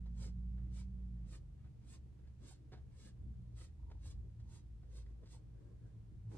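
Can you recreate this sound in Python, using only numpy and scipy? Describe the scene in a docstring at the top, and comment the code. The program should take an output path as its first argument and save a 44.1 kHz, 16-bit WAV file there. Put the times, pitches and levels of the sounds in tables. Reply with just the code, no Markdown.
"""In a small room, over mains hum and a distant engine that pulls, a paintbrush starts across a canvas.
Eleven short strokes follow: slips of the bristles hiss and scrape on the weave and the canvas answers.
The engine eases off early and runs on, sinking to a throbbing idle; between strokes the brush ticks,
squeaks and drags, and hand and sleeve rub. At last the arm drops: the sleeve rustles, the hand bumps softly.
Friction is coloured noise shaped by the speed of the hand; engine, hum, squeaks and bumps are sines."""
import sys
import numpy as np
from scipy import signal
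from scipy.fft import rfft, irfft, next_fast_len
from scipy.io import wavfile

SR = 44100
rng = np.random.default_rng(int(sys.argv[2]) if len(sys.argv) > 2 else 0)


def materialize(psi):
    """Save the field psi as 16-bit PCM at rate SR to the path in sys.argv[1].

    A 1-D psi becomes a single channel; in a 2-D psi each row is a channel.
    """
    bounded = np.clip(np.atleast_2d(psi).T, -1, 1)
    quanta = np.round(bounded * 32767).astype(np.int16)
    wavfile.write(sys.argv[1], SR, quanta)


N = 280917
TIME = np.arange(N) / SR

# Brush strokes. Each row: time of full speed in seconds, rise in seconds, fall in seconds,
# tips in dB, scrape in dB, canvas in dB, drum in dB, rasp in Hz, rasp in dB, sibilance in Hz,
# sibilance in dB (the tips before their common lift).
STROKES = [(0.233, 0.051, 0.051, -70.5, -67.5, -70, -65.5, 5100, -67.5, 7400, -71),
           (0.779, 0.048, 0.05, -74.5, -69, -79.5, -72.5, 2140, -79.5, 7400, -79.5),
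           (1.336, 0.05, 0.041, -72, -69.5, -75.5, -70, 4100, -84, 7400, -76),
           (1.93, 0.056, 0.036, -71.5, -69.5, -73, -78, 2150, -80, 7800, -74.5),
           (2.486, 0.052, 0.06, -73, -68.5, -75.5, -88, 4430, -81, 7700, -75.5),
           (3.062, 0.087, 0.04, -74, -70.5, -77, -72, 1710, -77, 7800, -78),
           (3.6, 0.033, 0.063, -72, -69, -73.5, -74, 4400, -79, 7950, -77),
           (4.066, 0.039, 0.058, -71, -70, -74, -75, 4370, -75, 6750, -81),
           (4.55, 0.057, 0.047, -74, -72.5, -80, -76.5, 4400, -82, 6600, -80),
           (4.97, 0.05, 0.051, -75, -73, -80, -74, 4000, -79, 6100, -81),
           (5.328, 0.037, 0.048, -75, -71.5, -79.5, -75, 2080, -86, 7860, -76)]


def from_db(db):
    """Decibels to gain."""
    return 10 ** (np.asarray(db) / 20)


def rms_one(x):
    """Scale to unit rms."""
    return x / np.sqrt(np.mean(x ** 2) + 1e-20)


def in_time(rows):
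    """One curve per column after the time, with a value for every sample."""
    s, *columns = np.transpose(rows)
    return [np.interp(TIME, s, column) for column in columns]


def coloured(x, spectrum):
    """Give a steady excitation a spectrum that dies away above its last point; rms 1."""
    hz, db = np.transpose([*spectrum, (SR / 2, -100)])
    size = next_fast_len(N)
    bins_hz = np.maximum(np.fft.rfftfreq(size, 1 / SR), 1)
    gain = from_db(np.interp(np.log(bins_hz), np.log(hz), db))
    return rms_one(irfft(rfft(x, size) * gain, size)[..., :N])


def drift(rate):
    """Smooth random wandering with spread 1, through a new value `rate` times a second."""
    knots = rng.standard_normal(2048)
    return rms_one(np.interp(TIME * rate, np.arange(len(knots)), knots))


def grains(per_s, spread_db):
    """Random tiny slips of uneven size."""
    chance = rng.random(N) * SR / per_s
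    slips = np.flatnonzero(chance < 1)
    out = np.zeros(N)
    size_db = spread_db * np.minimum(-np.log(chance[slips] + 1e-12), 4)
    out[slips] = from_db(size_db)
    return out * rng.uniform(-1.11, 1, N)


def resonant(hz, width_share, slips_per_s=14000):
    """Dense slips through one resonance with steep skirts; rms 1."""
    edges = hz * (1 + width_share) ** np.array([-.5, .5])
    edges = np.minimum(edges, SR / 2 - 1)
    band = signal.butter(1, edges, "band", fs=SR, output="sos")
    return rms_one(signal.sosfilt(np.vstack([band, band]), grains(slips_per_s, 1.6)))


def diffuse(spectrum, side_db):
    """Noise that arrives at the microphones from all around."""
    mid, side = coloured(rng.standard_normal((2, N)), spectrum)
    return mid + from_db(side_db) * side * [[1], [-1]]


def panned(x, right_db):
    """Make the right channel louder than the left."""
    return x * from_db([[-right_db / 2], [right_db / 2]])


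def swell(s, rise, fall, onset_shape=1.86, end_shape=2.3):
    """Speed of a sweep of the hand: it gathers gradually and lifts off more quickly."""
    out = np.zeros(N)
    near = np.abs(TIME - s) < 5 * max(rise, fall)
    age = TIME[near] - s
    before = np.abs(age / rise) ** onset_shape
    after = np.abs(age / fall) ** end_shape
    out[near] = np.exp(-np.where(age < 0, before, after))
    return out


def tone(hz):
    """A sine of rms 1 that follows a pitch curve from a random phase."""
    cycles = np.cumsum(hz * np.ones(N)) / SR
    return np.sqrt(2) * np.sin(2 * np.pi * (cycles + rng.random()))


def brush(skim_db=-19, skim_s=0.095, rasp_width=0.38, rasp_lag_s=0.0043, rasp_s=0.033,
          sibilance_width=0.16, tips_lift_db=1.54):
    """Bristles skim, sizzle and scrape, ring at two pitches set by the grip, and the canvas answers."""
    # Spectra of bristle tips, bent bristles, canvas and its drumming.
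    # Each row: frequency in Hz, relative level in dB.
    tips, scrape = [(3000, -28), (5500, -19), (6800, 0.5), (7800, 2), (9000, 1.5), (10000, -5),
                    (11000, -22), (14500, -14), (16000, -34)], [(500, -4), (1500, -14), (3000, -3.5), (4100, 1), (5400, -1), (6500, -1.5),
                                  (8000, -22.5), (11000, -23)]
    canvas, drumming = [(300, -9.5), (520, -5), (700, -8.5), (950, -1.5), (1200, -3.5), (1700, -4.5),
                        (2300, -5.5), (3200, -10), (7000, -40)], [(150, -8.5), (330, 5), (520, -0.5), (700, -25.5), (1500, -46)]
    # The bristles trail lightly between strokes. Each row: time in seconds, half length in seconds, level in dB.
    trailing = [(0.1, 0.017, -91), (0.676, 0.07, -88), (1.25, 0.043, -88), (1.635, 0.057, -86),
                (1.837, 0.03, -84.5), (2.26, .04, -86.5), (2.94, 0.037, -83)]
    # Pressure changes within a stroke. 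Each row: time in seconds, half length in seconds, change in dB.
    presses = [(2.998, 0.016, 1.5), (3.037, .012, -2), (3.649, .01, 3), (4.095, 0.0092, -2),
               (4.116, 0.0085, 4.5), (5.015, .01, 0.5)]
    tips_db, scrape_db, canvas_db, drum_db = np.transpose(STROKES)[3:7]
    sizzle = friction(tips, tips_db + tips_lift_db, lag_s=0.00034, slips_per_s=22000, grain_db=4.0,
                      flutter_db=1.5, spread_db=-22.0, steepness=1.42)
    rub = friction(scrape, scrape_db, lag_s=0.0011, slips_per_s=16000, grain_db=3.0,
                   flutter_db=0.74, spread_db=0.5, steepness=0.96)
    body = friction(canvas, canvas_db, lag_s=0.0013, slips_per_s=4000, grain_db=3.0,
                    flutter_db=3.0, spread_db=-3.0, steepness=1.0)
    drum = friction(drumming, drum_db, lag_s=-0.003, slips_per_s=3000, grain_db=1.5,
                    flutter_db=3.0, spread_db=1.0, steepness=0.82)
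    skim, rasp, sibilance = np.zeros((3, N))
    for s, rise, fall, stroke_tips_db, _, _, _, rasp_hz, rasp_db, sibilance_hz, sibilance_db in STROKES:
        # a light touch leads into each stroke
        skim += from_db(stroke_tips_db + skim_db) * swell(s - rise, skim_s, rise)
        rasp += from_db(rasp_db) * swell(s + rasp_lag_s, rasp_s, fall) * resonant(rasp_hz, rasp_width)
        hiss = resonant(sibilance_hz, sibilance_width)
        sibilance += from_db(sibilance_db) * swell(s, rise, fall) * hiss
    skim *= coloured(grains(5100, 3.4), scrape)
    trails = sum(from_db(db) * swell(s, half, half) for s, half, db in trailing)
    trails = trails * coloured(grains(1200, 2.3), canvas)
    pressure = from_db(sum(db * swell(s, half, half) for s, half, db in presses))
    to_the_right = panned(rub + body + drum + skim + rasp + trails, right_db=2.0)
    return pressure * (sizzle + sibilance + to_the_right)


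def friction(spectrum, levels_db, lag_s, slips_per_s, grain_db, flutter_db, spread_db, steepness):
    """Dense slips of bristles over the weave, growing with a power of the stroke's speed."""
    force = np.zeros(N)
    for (s, rise, fall, *_), db in zip(STROKES, levels_db):
        force += from_db(db) * swell(s + lag_s, rise, fall) ** steepness
    slips = coloured(grains(slips_per_s, grain_db), spectrum)
    # each microphone gets a share of its own: the same slips shifted far in time
    apart = np.array([np.roll(slips, N // 3), np.roll(slips, -N // 3)])
    texture = rms_one(slips + from_db(spread_db) * apart)
    return force * from_db(flutter_db * drift(70)) * texture


def near_hand(x, path_s=.0028, shift_s=0.000558, echo_db=-6.5):
    """Two echoes off hand and arm comb the sound, their delays wandering slowly."""
    out = x.copy()
    for share in (.5, 1):
        delay = share * (path_s + shift_s * drift(2))
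        echo = np.array([np.interp(TIME - delay, TIME, side) for side in x])
        out += from_db(echo_db) * echo
    return out / np.sqrt(1 + 2 * from_db(echo_db) ** 2)


def ticks(attack_s=0.0039, treble_hz=2500, level_db=2.5):
    """Each touch is a short crunch of bristles, coloured by canvas and frame."""
    # Light ticks. Each row: start in seconds, level in dB before level_db, treble tilt in dB, decay in seconds.
    touches = [(0.057, -65, -5, 0.013), (0.577, -69.5, -17, 0.02), (1.641, -71.5, -15, 0.023),
               (2.189, -67, -7, 0.0054), (2.269, -72, 0, 0.013), (2.717, -59.5, -6.5, 0.02),
               (2.727, -63, -11, 0.018), (2.731, -71, -14, 0.01), (2.772, -63.5, -18, 0.0097),
               (3.899, -69, 0, 0.014), (3.912, -58.5, -7, 0.0061), (4.395, -81, 14, 0.011),
               (4.828, -68.5, -14, 0.01), (5.061, -67, 0, 0.0058), (5.232, -69.5, -3, 0.011),
               (5.256, -86.5, 20.5, 0.028), (6.312, -67, -13, 0.013)]
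    # Spectrum of the crunch. Each row: frequency in Hz, relative level in dB.
    tick_spectrum = [(150, -8), (350, 8), (550, -1), (770, -1), (1050, -7.5), (1600, -3), (2150, -9),
                     (2700, -13), (3300, -9), (4400, -8.5), (8000, -20.5), (11000, -34)]
    # fainter touches come at random; their level too is before level_db
    grazes_per_s, graze_db, graze_spread_db = 2.2, -86, 6
    graze_tilt_db, graze_decay_s = -10, 0.025
    crunch = coloured(grains(7000, 1.0), tick_spectrum)
    lowpass = signal.butter(1, treble_hz, fs=SR, output="sos")
    dull = signal.sosfilt(lowpass, crunch)
    chances = rng.random((64, 2))
    graze_times = np.cumsum(.5 + chances[:, 0]) / grazes_per_s
    graze_levels_db = graze_db + graze_spread_db * (2 * chances[:, 1] - 1)
    grazes = [(s, db, graze_tilt_db, graze_decay_s)
              for s, db in zip(graze_times, graze_levels_db) if s < TIME[-1]]
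    out = np.zeros(N)
    for s, db, tilt_db, decay_s in [*touches, *grazes]:
        span = slice(int(s * SR) + 1, int(s * SR) + SR // 4)
        age = TIME[span] - s
        touch = from_db(db + level_db) * (1 - np.exp(-age / attack_s)) * np.exp(-age / decay_s)
        treble = crunch[span] - dull[span]
        out[span] += touch * (dull[span] + from_db(tilt_db) * treble)
    return out


def squeaks(build_s=0.0026):
    """The brush catches and slips: each slip builds up and dies away within a few cycles of one note."""
    # Tiny squeaks. Each row: start in seconds, pitch in Hz, peak level in dB.
    slips = [(.297, 800, -76), (2.511, 780, -64.5), (2.523, 820, -66), (3.796, 920, -73), (3.829, 965, -72),
             (3.83, 1250, -80), (3.864, 930, -73), (3.882, 960, -73), (3.898, 970, -68), (3.912, 900, -62),
             (3.952, 860, -69), (3.972, 875, -71), (4.054, 830, -66), (4.587, 960, -77), (5.063, 1950, -73)]
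    out = np.zeros(N)
    for s, hz, db in slips:
        span = slice(int(s * SR) + 1, int(s * SR) + SR // 10)
        age = TIME[span] - s
        shape = (age / build_s * np.exp(1 - age / build_s)) ** 2
        out[span] += from_db(db) * shape * np.sin(2 * np.pi * hz * age)
    return out


def drags(slips_per_s=400):
    """The brush judders on the canvas: stick and slip excites one resonance near 900 Hz."""
    # Judders. Each row: time in seconds, half length in seconds, level in dB.
    judders = [(3.918, 0.056, -84), (4.523, 0.08, -82.5), (5.36, 0.027, -72.5)]
    # Spectrum of the judder. Each row: frequency in Hz, relative level in dB.
    judder_spectrum = [(400, -8), (700, 1), (860, 24.5), (1050, 16), (1350, -14), (3000, -24), (8000, -52)]
    force = sum(from_db(db) * swell(s, half, half) for s, half, db in judders)
    return force * coloured(grains(slips_per_s, 0.99), judder_spectrum)


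def bumps(contact_s=0.0034, uneven_db=0.5):
    """The lowered hand bumps something hollow: a soft contact sets a few low modes ringing briefly."""
    # Soft contacts. Each row: start in seconds, level in dB.
    contacts = [(6.311, -61), (6.334, -55.5), (6.345, -57)]
    # Ringing of the hollow thing. Each row: frequency in Hz, level in dB against the contact, t60 in seconds.
    modes = [(152, 9.5, 0.071), (327.4, 0, 0.064), (376, 2.5, 0.14), (480, -9.5, .08), (630, -15, 0.055),
             (828, -11, 0.11), (890, -17, 0.073)]
    out = np.zeros(N)
    for s, db in contacts:
        span = slice(int(s * SR) + 1, N)
        age = TIME[span] - s
        onset = 1 - np.exp(-age / contact_s)
        for hz, mode_db, t60 in modes:
            ring_db = db + mode_db + uneven_db * rng.standard_normal() - 60 * age / t60
            out[span] += onset * from_db(ring_db) * np.sin(2 * np.pi * (hz * age + rng.random()))
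    return out


def shifts(width_share=0.47):
    """Each shift of hand and arm is a soft, low rub with a pitch of its own."""
    # Dull rubs. Each row: time in seconds, half length in seconds, pitch in Hz, level in dB.
    rubs = [(0.239, .03, 550, -77), (.68, .08, 304, -73), (1.257, 0.033, 210, -62),
            (1.852, 0.14, 211, -70.5), (2.062, 0.018, 315, -71.5), (2.45, 0.027, 235, -66),
            (2.627, 0.057, 302, -73), (2.843, 0.05, 390, -81.5), (3.058, .04, 203, -63),
            (3.275, 0.064, 220, -64), (3.934, 0.034, 474, -79), (3.934, 0.042, 228, -68.5),
            (4.085, 0.064, 292, -71), (4.255, 0.032, 372, -73), (4.46, .05, 222, -70),
            (4.86, 0.05, 466.6, -81), (5.231, 0.012, 474, -69.5), (5.362, 0.035, 460, -75.5),
            (5.85, 0.024, 447, -74.5), (6.12, 0.05, 306, -72)]
    return sum(from_db(db) * swell(s, half, half) * resonant(hz, width_share) for s, half, hz, db in rubs)


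def sleeve(stir_db=-81.0, stir_spread_db=5.0, swish_width=0.17):
    """Knitted cloth rubs dully, with a narrow swish and a fibre hiss; the arm is never quite still."""
    # Sleeve movements. Each row: time in seconds, half length in seconds, level in dB,
    # hiss of the fibres in dB against it, swish in Hz, swish in dB against the level.
    movements = [(2.453, 0.048, -69.5, -17, 1100, -29), (5.097, 0.035, -73.5, -16, 1880, -19),
                 (5.23, 0.025, -71, -25, 1050, -17), (5.605, 0.048, -74.5, -20, 1590, -17.5),
                 (5.688, 0.063, -69.5, -24, 1086, -24), (5.861, 0.056, -82, -12, 1580, -7.5),
                 (5.955, 0.061, -77, -22, 1080, -25), (6.347, 0.041, -60.5, -12, 940, -17.5)]
    # Spectra of cloth, fibres and small stirrings. Each row: frequency in Hz, relative level in dB.
    cloth, fibres, stirring = [(100, -17), (200, 8.5), (380, 11.5), (600, -1), (800, -16.5), (1100, -7.5),
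                               (1350, -27), (1650, -14), (2500, -42), (8000, -58)], [(1000, 1), (3000, -7.5), (8500, -7), (11000, -19),
                                              (15000, -35)], [(100, -8), (230, 0), (340, -4.5), (450, -6.5),
                                                              (700, -18), (2000, -34)]
    rub, hiss, swish = np.zeros((3, N))
    for s, half, db, hiss_db, swish_hz, swish_db in movements:
        speed = swell(s, half, half)
        rub += from_db(db) * speed
        hiss += from_db(db + hiss_db) * speed
        swish += from_db(db + swish_db) * speed * resonant(swish_hz, swish_width)
    stir_level = from_db(stir_db + stir_spread_db * np.tanh(drift(14)))
    stir = stir_level * diffuse(stirring, side_db=1.0)
    flutter = from_db(1.4 * drift(50))
    rustle = swish + rub * diffuse(cloth, side_db=-3.5) + hiss * diffuse(fibres, side_db=1.0)
    return stir + flutter * rustle


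def engine():
    """A distant engine, only its low orders coming through the walls: it pulls, eases off and runs on."""
    return engine_pulling() + engine_running_on() + second_low_tone()


def engine_pulling(overtone_db=-11.0):
    """The drone and higher orders of the engine cycle; the overtones go first as it eases off."""
    # The pull. Each row: time in seconds, drone in Hz, drone in dB.
    pull = [(0.0, 55.95, -46), (0.49, 58.22, -43.5), (0.93, 59.76, -46), (1.1, 57.73, -46),
            (1.252, 54.3, -48), (1.408, 51.1, -55), (1.6, 44.2, -54)]
    # Overtones. Each row: order of the engine cycle (the drone is order five), level in dB before overtone_db.
    orders = [(6, -26), (7, -15), (8, -9.5), (9, -8), (10, -4.5), (11, -4), (13, -13), (15, -11), (16, -1),
              (18, -26.5), (19, -25.5)]
    # Room mode that picks out an overtone. The row: frequency in Hz, width in Hz, level in dB before overtone_db.
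    mode_hz, mode_width_hz, mode_db = (227, 3.6, -9)
    hz, drone_db = in_time(pull)
    upper = sum(from_db(db + .7 * drift(5)) * tone(hz * order / 5) for order, db in orders)
    # the fourth harmonic sounds only while it passes through the room mode
    detuning = (4 * hz - mode_hz) / mode_width_hz
    upper += from_db(mode_db) * tone(4 * hz) / (1 + detuning ** 2)
    upper *= np.interp(TIME, [1.3, 1.45], [1, 0])
    pulling = from_db(drone_db) * (tone(hz) + from_db(overtone_db) * upper)
    return panned(pulling * np.interp(TIME, [1.4, 1.7], [1, 0]), right_db=2.0)


def engine_running_on(waver_db=3.0, twelfth_db=-13, wobble=0.00946):
    """Drone, octave and twelfth waver and sink to idle, where the octave throbs."""
    # Running on. Each row: time in seconds, drone in Hz, drone in dB, its octave in dB.
    cruise = [(1.5, 74.1, -57.5, -66), (1.88, 66.1, -58, -70.5), (2.86, 66.47, -59, -71),
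              (3.3, 61.19, -53, -63), (3.42, 59.7, -60, -57), (3.58, 57.6, -54.5, -57.5),
              (3.7, 56.3, -58.5, -72), (3.9, 54.35, -55.5, -66.5), (4.45, 56.3, -56, -58),
              (4.7, 56.1, -57.5, -64), (5.0, 55.5, -56, -68), (5.2, 55.22, -59, -61.5),
              (5.9, 55.19, -62, -59), (6.37, 54.56, -60.5, -55.5)]
    throb_hz, throb_crest_s, throb_from_s, throb_depth = 6.85, 5.7, 4.95, .55
    hz, drone_db, octave_db = in_time(cruise)
    throb_in = np.interp(TIME, [throb_from_s, throb_from_s + 0.12], [0, 1])
    throb = 1 + throb_depth * throb_in * np.cos(2 * np.pi * throb_hz * (TIME - throb_crest_s))
    gains = [from_db(drone_db), from_db(octave_db) * throb, from_db(octave_db + twelfth_db)]
    hz = hz * (1 + wobble * drift(5.4))
    running = sum(gain * from_db(waver_db * drift(7)) * tone(hz * harmonic)
                  for harmonic, gain in enumerate(gains, 1))
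    return running * np.interp(TIME, [1.25, 1.5], [0, 1])


def second_low_tone(hz=77.04, peak_s=4.0, width_s=.25, peak_db=-54):
    """A second low tone swells once against the drone."""
    return from_db(peak_db) * tone(hz) / np.hypot(1, (TIME - peak_s) / width_s)


def outdoor_rumble(rest_db=-60):
    """Low diffuse noise from outside wavers and swells now and then."""
    # Surges. Each row: time in seconds, half length in seconds, rise in dB.
    surges = [(0.71, 0.84, 3), (3.247, 0.24, 2.5), (4.202, 0.5, 2.5)]
    # Spectrum of the rumble. Each row: frequency in Hz, relative level in dB.
    rumble_spectrum = [(15, -21.5), (25, -1.5), (34, 1.5), (45, 9.5), (80, 7), (130, 3), (175, -3.5),
                       (220, -5.5), (255, -22), (320, -19.5), (450, -30.5), (700, -41), (2000, -58.5)]
    level_db = rest_db + sum(db * swell(s, half, half) for s, half, db in surges)
    return from_db(level_db + 2.0 * drift(12)) * diffuse(rumble_spectrum, side_db=-8.0)


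def mains_hum(waver_db=2.0):
    """Mains hum and faint appliance tones, wavering in level and pitch."""
    # Steady tones. Each row: frequency in Hz, level in dB.
    tones = [(60, -69), (120, -64), (302, -83.5), (354, -88.5), (444, -91), (765, -104.5)]
    return sum(from_db(db + waver_db * drift(10.0)) * tone(hz * (1 + .004 * drift(9))) for hz, db in tones)


def room_air(air_db=-77.0):
    """The still air of the room: steady diffuse noise."""
    # Spectrum of the air. Each row: frequency in Hz, relative level in dB.
    air_spectrum = [(100, 22.5), (400, 8.5), (700, 5.5), (1200, 0.1), (2500, -3), (5000, -7), (9500, -10.5),
                    (11000, -15.5), (13000, -21.5), (15000, -33)]
    return panned(from_db(air_db) * diffuse(air_spectrum, side_db=-0.5), right_db=0.7)


def background():
    """Engine, outdoor rumble, hum and air together."""
    return engine() + outdoor_rumble() + mains_hum() + room_air()


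def room(x, t60=0.15, wet_db=-11, wall_hz=6000):
    """Direct sound at two spaced microphones, a few reflections and a short, duller tail."""
    # Early reflections from easel and walls. Each row: delay in seconds, level in dB.
    reflections = [(.0031, -35.5), (.0063, -16.5), (.0094, -11)]
    right_lag_s = .000094  # the canvas is nearer to the left microphone
    age = TIME[:SR // 4]
    tail = rng.standard_normal((2, len(age))) * from_db(-60 * age / t60) * (age > .004)
    response = from_db(wet_db) * tail / np.sqrt(np.sum(tail ** 2, axis=1, keepdims=True))
    for s, db in reflections:
        arrivals_s = s + rng.uniform(0, .0003, 2)
        response[[0, 1], np.round(arrivals_s * SR).astype(int)] += from_db(db)
    response = signal.sosfilt(signal.butter(1, wall_hz, fs=SR, output="sos"), response)
    # direct sound, with a delay of a fraction of samples on the right
    response[0, 0] += 1
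    response[1] += np.sinc((age - right_lag_s) * SR)
    return signal.fftconvolve(x, response, axes=1)[:, :N]


def scene():
    """Brush and touches in the room, the sleeve, and the background behind them."""
    touches = ticks() + squeaks() + drags() + bumps() + shifts()
    at_the_canvas = near_hand(brush()) + panned(touches, right_db=3.0)
    return room(at_the_canvas) + panned(sleeve(), right_db=3.5) + background()


def record(dry):
    """The sound eases in over 5 ms and the top is cut, 60 dB down from 16 kHz."""
    eased = dry * np.minimum(TIME / .005, 1)
    lowpass = signal.cheby2(12, 60, 16000, fs=SR, output="sos")
    return signal.sosfilt(lowpass, eased)


dry = scene()
out = record(dry)
materialize(out)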